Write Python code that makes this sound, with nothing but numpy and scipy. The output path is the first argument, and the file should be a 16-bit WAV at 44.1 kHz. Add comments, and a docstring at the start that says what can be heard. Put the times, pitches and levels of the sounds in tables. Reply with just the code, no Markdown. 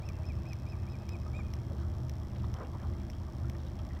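"""A boat engine idles and water laps at the hull, under a camera's faint tick buzz and thin whine.
Almost at once an osprey on a nest pole gives seven arched whistles across the water, most breaking
at the top; the trees behind return them. The camera's mechanism clicks about twice a second.
Drips and bubbles ring as short rising notes, and the water sloshes once among small splashes."""
import sys
import numpy as np
from scipy import signal
from scipy.fft import rfft, irfft, next_fast_len
from scipy.io import wavfile
from scipy.ndimage import map_coordinates

SR = 44100
rng = np.random.default_rng(int(sys.argv[2]) if len(sys.argv) > 2 else 0)


def output_pcm(signal):
    """Save a mono or channel-first signal as 16-bit PCM at the path in sys.argv[1].

    Samples are clipped to [-1, 1] before scaling.
    """
    pcm = np.clip(np.atleast_2d(signal).T, -1, 1) * 32767
    wavfile.write(sys.argv[1], SR, np.round(pcm).astype(np.int16))


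N = 176400
TIME_S = np.arange(N) / SR


def amp(db):
    """Decibels to gain."""
    return 10 ** (np.asarray(db) / 20)


def unit(x):
    """Scale to rms 1."""
    return x / np.sqrt(np.mean(x ** 2) + 1e-20)


def along(points, hz):
    """Interpolate (frequency [Hz], value) points on a log axis."""
    knots_hz, values = np.transpose(points)
    return np.interp(np.log(hz + 1), np.log(knots_hz + 1), values)


def wobble(rate_hz):
    """Smooth random curve, rate_hz knots a second."""
    knots = rng.standard_normal(int(N * rate_hz / SR) + 4)
    return map_coordinates(knots, [TIME_S * rate_hz])


def filtered(x, response):
    """Apply the gain response(hz) to x."""
    size = next_fast_len(N + SR // 2)
    return irfft(rfft(x, size) * response(np.fft.rfftfreq(size, 1 / SR)), size)[:N]


def noise(spectrum):
    """Coloured noise, rms 1."""
    return unit(filtered(rng.standard_normal(N), lambda hz: amp(along(spectrum, hz))))


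def add(out, start_s, x):
    """Mix x into out."""
    part = out[max(round(start_s * SR), 0):][:len(x)]
    part += x[:len(part)]


def engine(drift=.005, shudder_s=.0004, sway_db=2.4, rumble_db=-42):
    """Shuddering tones on one shared speed, over a rumble; both swell and sink together."""
    # (frequency [Hz], level [dB])
    tones = [(25.1, -68), (50.2, -49.5), (66.5, -51), (75.3, -42), (90, -48.5), (114.5, -52), (125.2, -46),
             (200, -55.5), (228.5, -60), (331, -62.5), (343, -60.5)]
    # (frequency [Hz], relative density [dB])
    rumble = [(15, -12), (35, -15), (50, -10.5), (72, -3), (95, 2.5), (120, -4.5), (145, -7.5), (200, -10),
              (250, -17), (280, -13.5), (310, -19.5), (340, -15), (420, -30.5), (900, -63.5)]
    # (time [s], relative level [dB])
    swell = [(0.0, -42), (0.32, -41.5), (0.369, -39.5), (0.53, -45), (0.56, -42.5), (.93, -42), (1.0, -44),
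             (1.079, -42.5), (1.3, -42), (1.9, -40), (2.25, -42), (2.5, -40), (2.58, -45), (2.76, -39.5),
             (2.81, -49.5), (2.83, -40), (3.28, -42.5), (3.46, -39.5), (3.63, -42), (4.0, -42)]
    run_s = np.cumsum(1 + drift * wobble(4)) / SR
    hum = np.zeros(N)
    for hz, db in tones:
        sway = amp(sway_db * wobble(9))
        cycles = hz * (run_s + shudder_s * wobble(22)) + rng.random()
        hum += amp(db) * unit(sway * np.sin(2 * np.pi * cycles))
    swell_db = np.interp(TIME_S, *np.transpose(swell))
    return amp(swell_db - swell_db.mean()) * (hum + amp(rumble_db) * noise(rumble))


def wash(level_db=-55.5, lap_db=1.7, lap_rate_hz=45, bands_hz=(400, 700, 1200, 2000, 3500)):
    """Wavelets lap at the hull; each band swells on its own."""
    # (frequency [Hz], relative density [dB])
    spectrum = [(150, -20), (300, -4), (400, 1.5), (470, -2.5), (560, -1.5), (625, 4.5), (710, -3.5),
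                (830, -2.5), (1020, -6), (1180, -4.5), (1420, -13), (1650, -12), (2100, -16), (2700, -23),
                (3300, -22.5), (4500, -24.5), (7000, -54)]
    water, out = noise(spectrum), np.zeros(N)
    for weights in np.eye(len(bands_hz)):
        band = filtered(water, lambda hz: along(list(zip(bands_hz, weights)), hz))
        out += amp(lap_db * wobble(lap_rate_hz)) * band
    return amp(level_db) * unit(out)


def bubble(hz, decay_cycles, rise=.021):
    """One bubble: a damped note that rises as it dies."""
    age = np.arange(int(5 * decay_cycles / hz * SR)) / SR * hz / decay_cycles  # in decay times
    phase = 2 * np.pi * decay_cycles * age * (1 + rise * age / 2)
    return np.sin(phase) * np.exp(-age) * (1 - np.exp(-6 * age))


def fizz(bubbles_per_s=260, centre_hz=1500, level_db=-62, scatter_db=8, tilt_db=7):
    """Small bubbles at random times, the higher ones fainter."""
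    # (time [s], gain [dB])
    swell = [(0, -2), (1.45, -2), (1.8, 0), (2.05, -4), (2.4, 2), (2.9, 1), (3.2, -1), (3.6, 1), (4, 0)]
    out = np.zeros(N)
    for when, pitch, strength in rng.uniform(-.92, 1, (int(bubbles_per_s * N / SR), 3)):
        db = level_db + scatter_db * strength ** 3 - tilt_db * pitch
        add(out, abs(when) * N / SR, amp(db) * bubble(centre_hz * np.exp(1.2 * pitch), decay_cycles=5))
    return amp(np.interp(TIME_S, *np.transpose(swell))) * out


def ring(spectrum, size=2048):
    """Minimum-phase impulse response of the given colour, energy 1."""
    cepstrum = irfft(np.log(amp(along(spectrum, np.fft.rfftfreq(size, 1 / SR)))))
    cepstrum[1:size // 2] *= 2
    cepstrum[size // 2 + 1:] = 0
    impulse = irfft(np.exp(rfft(cepstrum)))
    return impulse / np.linalg.norm(impulse)


def camera_buzz(rate_hz=59.99, tick_db=-39.5, lag_s=.0042, whine_hz=8208, whine_db=-87, hiss_db=-69):
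    """Regular ticks ring the camera body, some late; a whine and hiss lie under them."""
    # body resonances (frequency [Hz], relative gain [dB])
    body = [(500, -4), (2000, -10.5), (3300, -5.5), (4600, -8.5), (5100, -1.5), (5450, 5.5), (5900, -1.5),
            (6500, -14.5), (7200, -7.5), (8400, -23), (9600, -12), (10400, -25.5), (11600, -14.5),
            (13000, -20), (14200, -12), (15800, -48)]
    # (frequency [Hz], relative density [dB])
    hiss = [(800, 7.5), (2000, -3), (2850, -22), (3230, 10.5), (3600, -10), (5000, -2.5), (6500, -4.5),
            (8500, -9), (9700, -10), (10400, -17), (12000, -8.5), (15500, -15)]
    count = round(N / SR * rate_hz)
    index = np.arange(count)
    due_s = .0002 + index / rate_hz
    stray = (rng.random(count) < .12) * (.5 + rng.random(count))
    late = np.where(due_s < 1.2, index % 2, stray)  # every other tick at first, then a random few
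    starts_s = due_s + lag_s * late + .00015 * rng.standard_normal(count)
    out, tick = np.zeros(N), ring(body)
    for start_s, db in zip(starts_s, rng.normal(tick_db, 1.2, count)):
        add(out, start_s, amp(db) * tick)
    whine = np.sqrt(2) * np.sin(2 * np.pi * np.cumsum(whine_hz + 12 * wobble(25)) / SR)
    return out + amp(whine_db) * whine + amp(hiss_db) * noise(hiss)


def osprey(edge_hz=2170, fade_s=.01, jitter=.004, flutter_db=1.8, rasp_db=-14, outward_db=-65.5):
    """Arched whistles, most breaking to the octave, louder on the fall. Returns (direct, to trees)."""
    # (start [s], length [s], top pitch [Hz], arch bluntness, rise level [dB], extra on fall [dB],
    #  break position [0-1], break depth [1 = gap, more = blip between two gaps],
    #  2nd harmonic [dB], 3rd harmonic [dB], half-order tones [dB])
    whistles = [(.018, 0.093, 2680, 1.8, -60, 2.7, 0.47, 1.3, -5.5, -34, -32),
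                (.229, 0.095, 2650, 1.6, -61.5, 3.3, 0.465, 1.3, 0, -30, -32),
                (0.448, 0.093, 2580, 2.5, -59, 3.1, 0.48, 0.74, -5, -28, -19),
                (.656, 0.095, 2602, 2, -61, 3.2, .48, 1.3, -2, -28, -15),
                (0.865, .1, 2590, 2, -63.5, 3.1, .47, 0.91, -3.5, -21, -10),
                (1.074, .091, 2560, 2.56, -63, 7.1, 0.44, 0.64, -2, -20, -14),
                (1.331, 0.088, 2490, 2.2, -55, 1.6, 0.51, 0.15, -19, -17, -11)]
    direct, outward = np.zeros(N), np.zeros(N)
    waver, flutter, rasp = wobble(350), amp(flutter_db * wobble(160)), amp(rasp_db) * wobble(640)
    for (start_s, length_s, top_hz, blunt, db, fall_db, break_at, depth,
         second_db, third_db, half_db) in whistles:
        t = np.arange(int(length_s * SR)) / SR
        span = round(start_s * SR) + np.arange(len(t))
        progress = t / length_s
        past_break = (progress - break_at) / .165  # in break half-widths
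        broken = np.exp(-past_break ** 4)
        falling = (1 + np.tanh(2 * past_break)) / 2
        effort = np.sin(np.pi * progress) ** 2
        arch_hz = top_hz - (top_hz - edge_hz) * np.abs(2 * progress - 1) ** blunt
        hz = arch_hz * (1 + jitter * (1 + broken) * waver[span])
        phase = 2 * np.pi * np.cumsum(hz) / SR
        first = np.sin(phase) * (1 + rasp[span])
        second = amp(second_db) * effort ** 2 * np.sin(2 * phase)
        third = amp(third_db) * np.sqrt(effort) * np.sin(3 * (phase + rasp[span]))
        halves = amp(half_db) * effort * (np.sin(1.5 * phase) + np.sin(3.5 * phase) / 6)
        odd = (1 - depth * broken) * amp(fall_db * falling) * (first + third)
        fade = np.minimum(1, np.minimum(t, length_s - t) / fade_s)
        add(direct, start_s, np.sqrt(2) * amp(db) * fade * flutter[span] * (odd + second + halves))
        dulled = np.sin(phase) + amp(-4) * second
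        add(outward, start_s, np.sqrt(2) * amp(outward_db) * effort * dulled)
    return direct, outward


def trees(call, delay_s=.04, rise_s=.05, t60_s=.6, smear_rad=.9):
    """Diffuse echo off the trees; moving leaves smear its pitch."""
    t = np.arange(SR) / SR
    tail = rng.standard_normal(SR) * np.clip((t - delay_s) / rise_s, 0, 1) * amp(-60 * t / t60_s)
    echo = signal.fftconvolve(call, tail / np.linalg.norm(tail))[:N]
    return np.real(signal.hilbert(echo) * np.exp(1j * smear_rad * wobble(130)))


def camera_clicks(rub_s=.0011, scrape_db=-25, scrape_t60_s=.013):
    """Dry clicks: the mechanism rubs briefly, then its ring dies."""
    # (time [s], level [dB])
    clicks = [(0.089, -34.5), (.5325, -34), (1.0915, -34.5), (1.537, -34), (2.096, -34.5), (2.5407, -36),
              (3.1002, -35), (3.4982, -34.5)]
    # (frequency [Hz], relative level [dB], t60 [s])
    modes = [(2060, -13, 0.002), (2800, -18, .0025), (3350, -22, 0.0038), (4100, -20, 0.0046),
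             (5380, -12.5, 0.0063), (5840, -13, 0.004), (7750, -27, .004), (9900, -34, .003),
             (12200, -32, .0033), (12950, -25, .0036), (14400, -28, .003)]
    out, t = np.zeros(N), TIME_S[:SR // 20]
    free_s = np.maximum(t - rub_s, 0)
    for start_s, db in clicks:
        ringing = np.zeros(len(t))
        for hz, mode_db, t60_s in modes:
            envelope = amp(rng.normal(mode_db, 1) - 60 * free_s / t60_s)
            ringing += envelope * np.sin(2 * np.pi * (hz * t + rng.random()))
        scrape = amp(scrape_db - 60 * free_s / scrape_t60_s) * rng.standard_normal(len(t))
        add(out, start_s, amp(db) * (ringing + scrape))
    return out


def spray(centre_hz, log_width, size=16384):
    """Band of noise, rms 1."""
    hz = np.fft.rfftfreq(size, 1 / SR)
    band = np.exp(-(np.log((hz + 1) / centre_hz) / log_width) ** 2)
    return unit(irfft(rfft(rng.standard_normal(size)) * band))


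def drips(spray_db=-13, spray_decay_s=.009):
    """Drips and gurgles: each rings a bubble and throws a little spray."""
    # (time [s], pitch [Hz], level [dB])
    drops = [(.335, 1980, -58), (.452, 2000, -56), (1.262, 1215, -46), (1.279, 5540, -53),
             (1.441, 1210, -50.5), (1.789, 1510, -52), (2.219, 3240, -58), (2.443, 3500, -53.5),
             (2.564, 3120, -51.5), (2.648, 2730, -52), (2.794, 1660, -51), (2.829, 3130, -54),
             (2.836, 1335, -53), (2.939, 2050, -56.5), (2.988, 3120, -56), (3.004, 2280, -56),
             (3.131, 3090, -48.5), (3.283, 1133, -47), (3.442, 1350, -49), (3.670, 3720, -50.5),
             (3.791, 1266, -50.5), (3.792, 3200, -50), (3.906, 1860, -48.5), (3.965, 1910, -51)]
    out = np.zeros(N)
    for start_s, hz, db in drops:
        burst = spray(hz, log_width=.35)
        add(out, start_s, amp(db) * bubble(hz, decay_cycles=12.6))
        add(out, start_s, amp(db + spray_db) * np.exp(-TIME_S[:len(burst)] / spray_decay_s) * burst)
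    return out


def splashes():
    """Bell-shaped bursts of spray; a cluster of longer ones makes the slosh."""
    # (peak time [s], half-length [s], centre [Hz], half-width [ln frequency], level [dB])
    bursts = [(1.396, 0.01, 1060, 0.5, -54), (1.722, 0.032, 490, 0.28, -53.5),
              (1.814, 0.0066, 1140, 0.15, -54.5), (1.817, 0.011, 4180, 0.39, -65.5),
              (1.834, 0.0061, 1220, 0.25, -56), (2.362, 0.0058, 2000, .8, -58.5),
              (2.402, .012, 3180, 0.42, -64.5), (2.443, 0.0033, 990, 0.45, -45.5),
              (2.59, 0.07, 810, 0.66, -52.5), (2.62, 0.026, 960, 0.56, -51), (2.623, 0.037, 420, 0.52, -46),
              (2.748, .018, 890, 0.3, -49.5), (2.799, 0.047, 960, 0.77, -60.5),
              (2.848, 0.031, 950, 0.44, -56), (3.552, .008, 1460, 0.49, -55.5), (3.6, 0.014, 3580, .3, -67),
              (3.67, .012, 3550, 0.16, -64.5), (3.795, .012, 2400, 0.59, -64),
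              (3.966, 0.0053, 3600, .45, -65)]
    out = np.zeros(N)
    for peak_s, half_s, hz, log_width, db in bursts:
        burst = spray(hz, log_width)
        middle_s = len(burst) / SR / 2
        envelope = np.exp(-((TIME_S[:len(burst)] - middle_s) / half_s) ** 2)
        add(out, peak_s - middle_s, amp(db) * envelope * burst)
    return out


def scene():
    """Bird, boat, camera and water in one channel."""
    direct, outward = osprey()
    bird = direct + trees(outward)
    return (bird + engine() + camera_clicks() + camera_buzz() + wash() + splashes() + drips() + fizz())[None]


def record(dry, top_hz=16000):
    """Brick-wall low-pass at the camera's band limit."""
    return filtered(dry[0], lambda hz: hz < top_hz)[None]


dry = scene()
out = record(dry)
output_pcm(out)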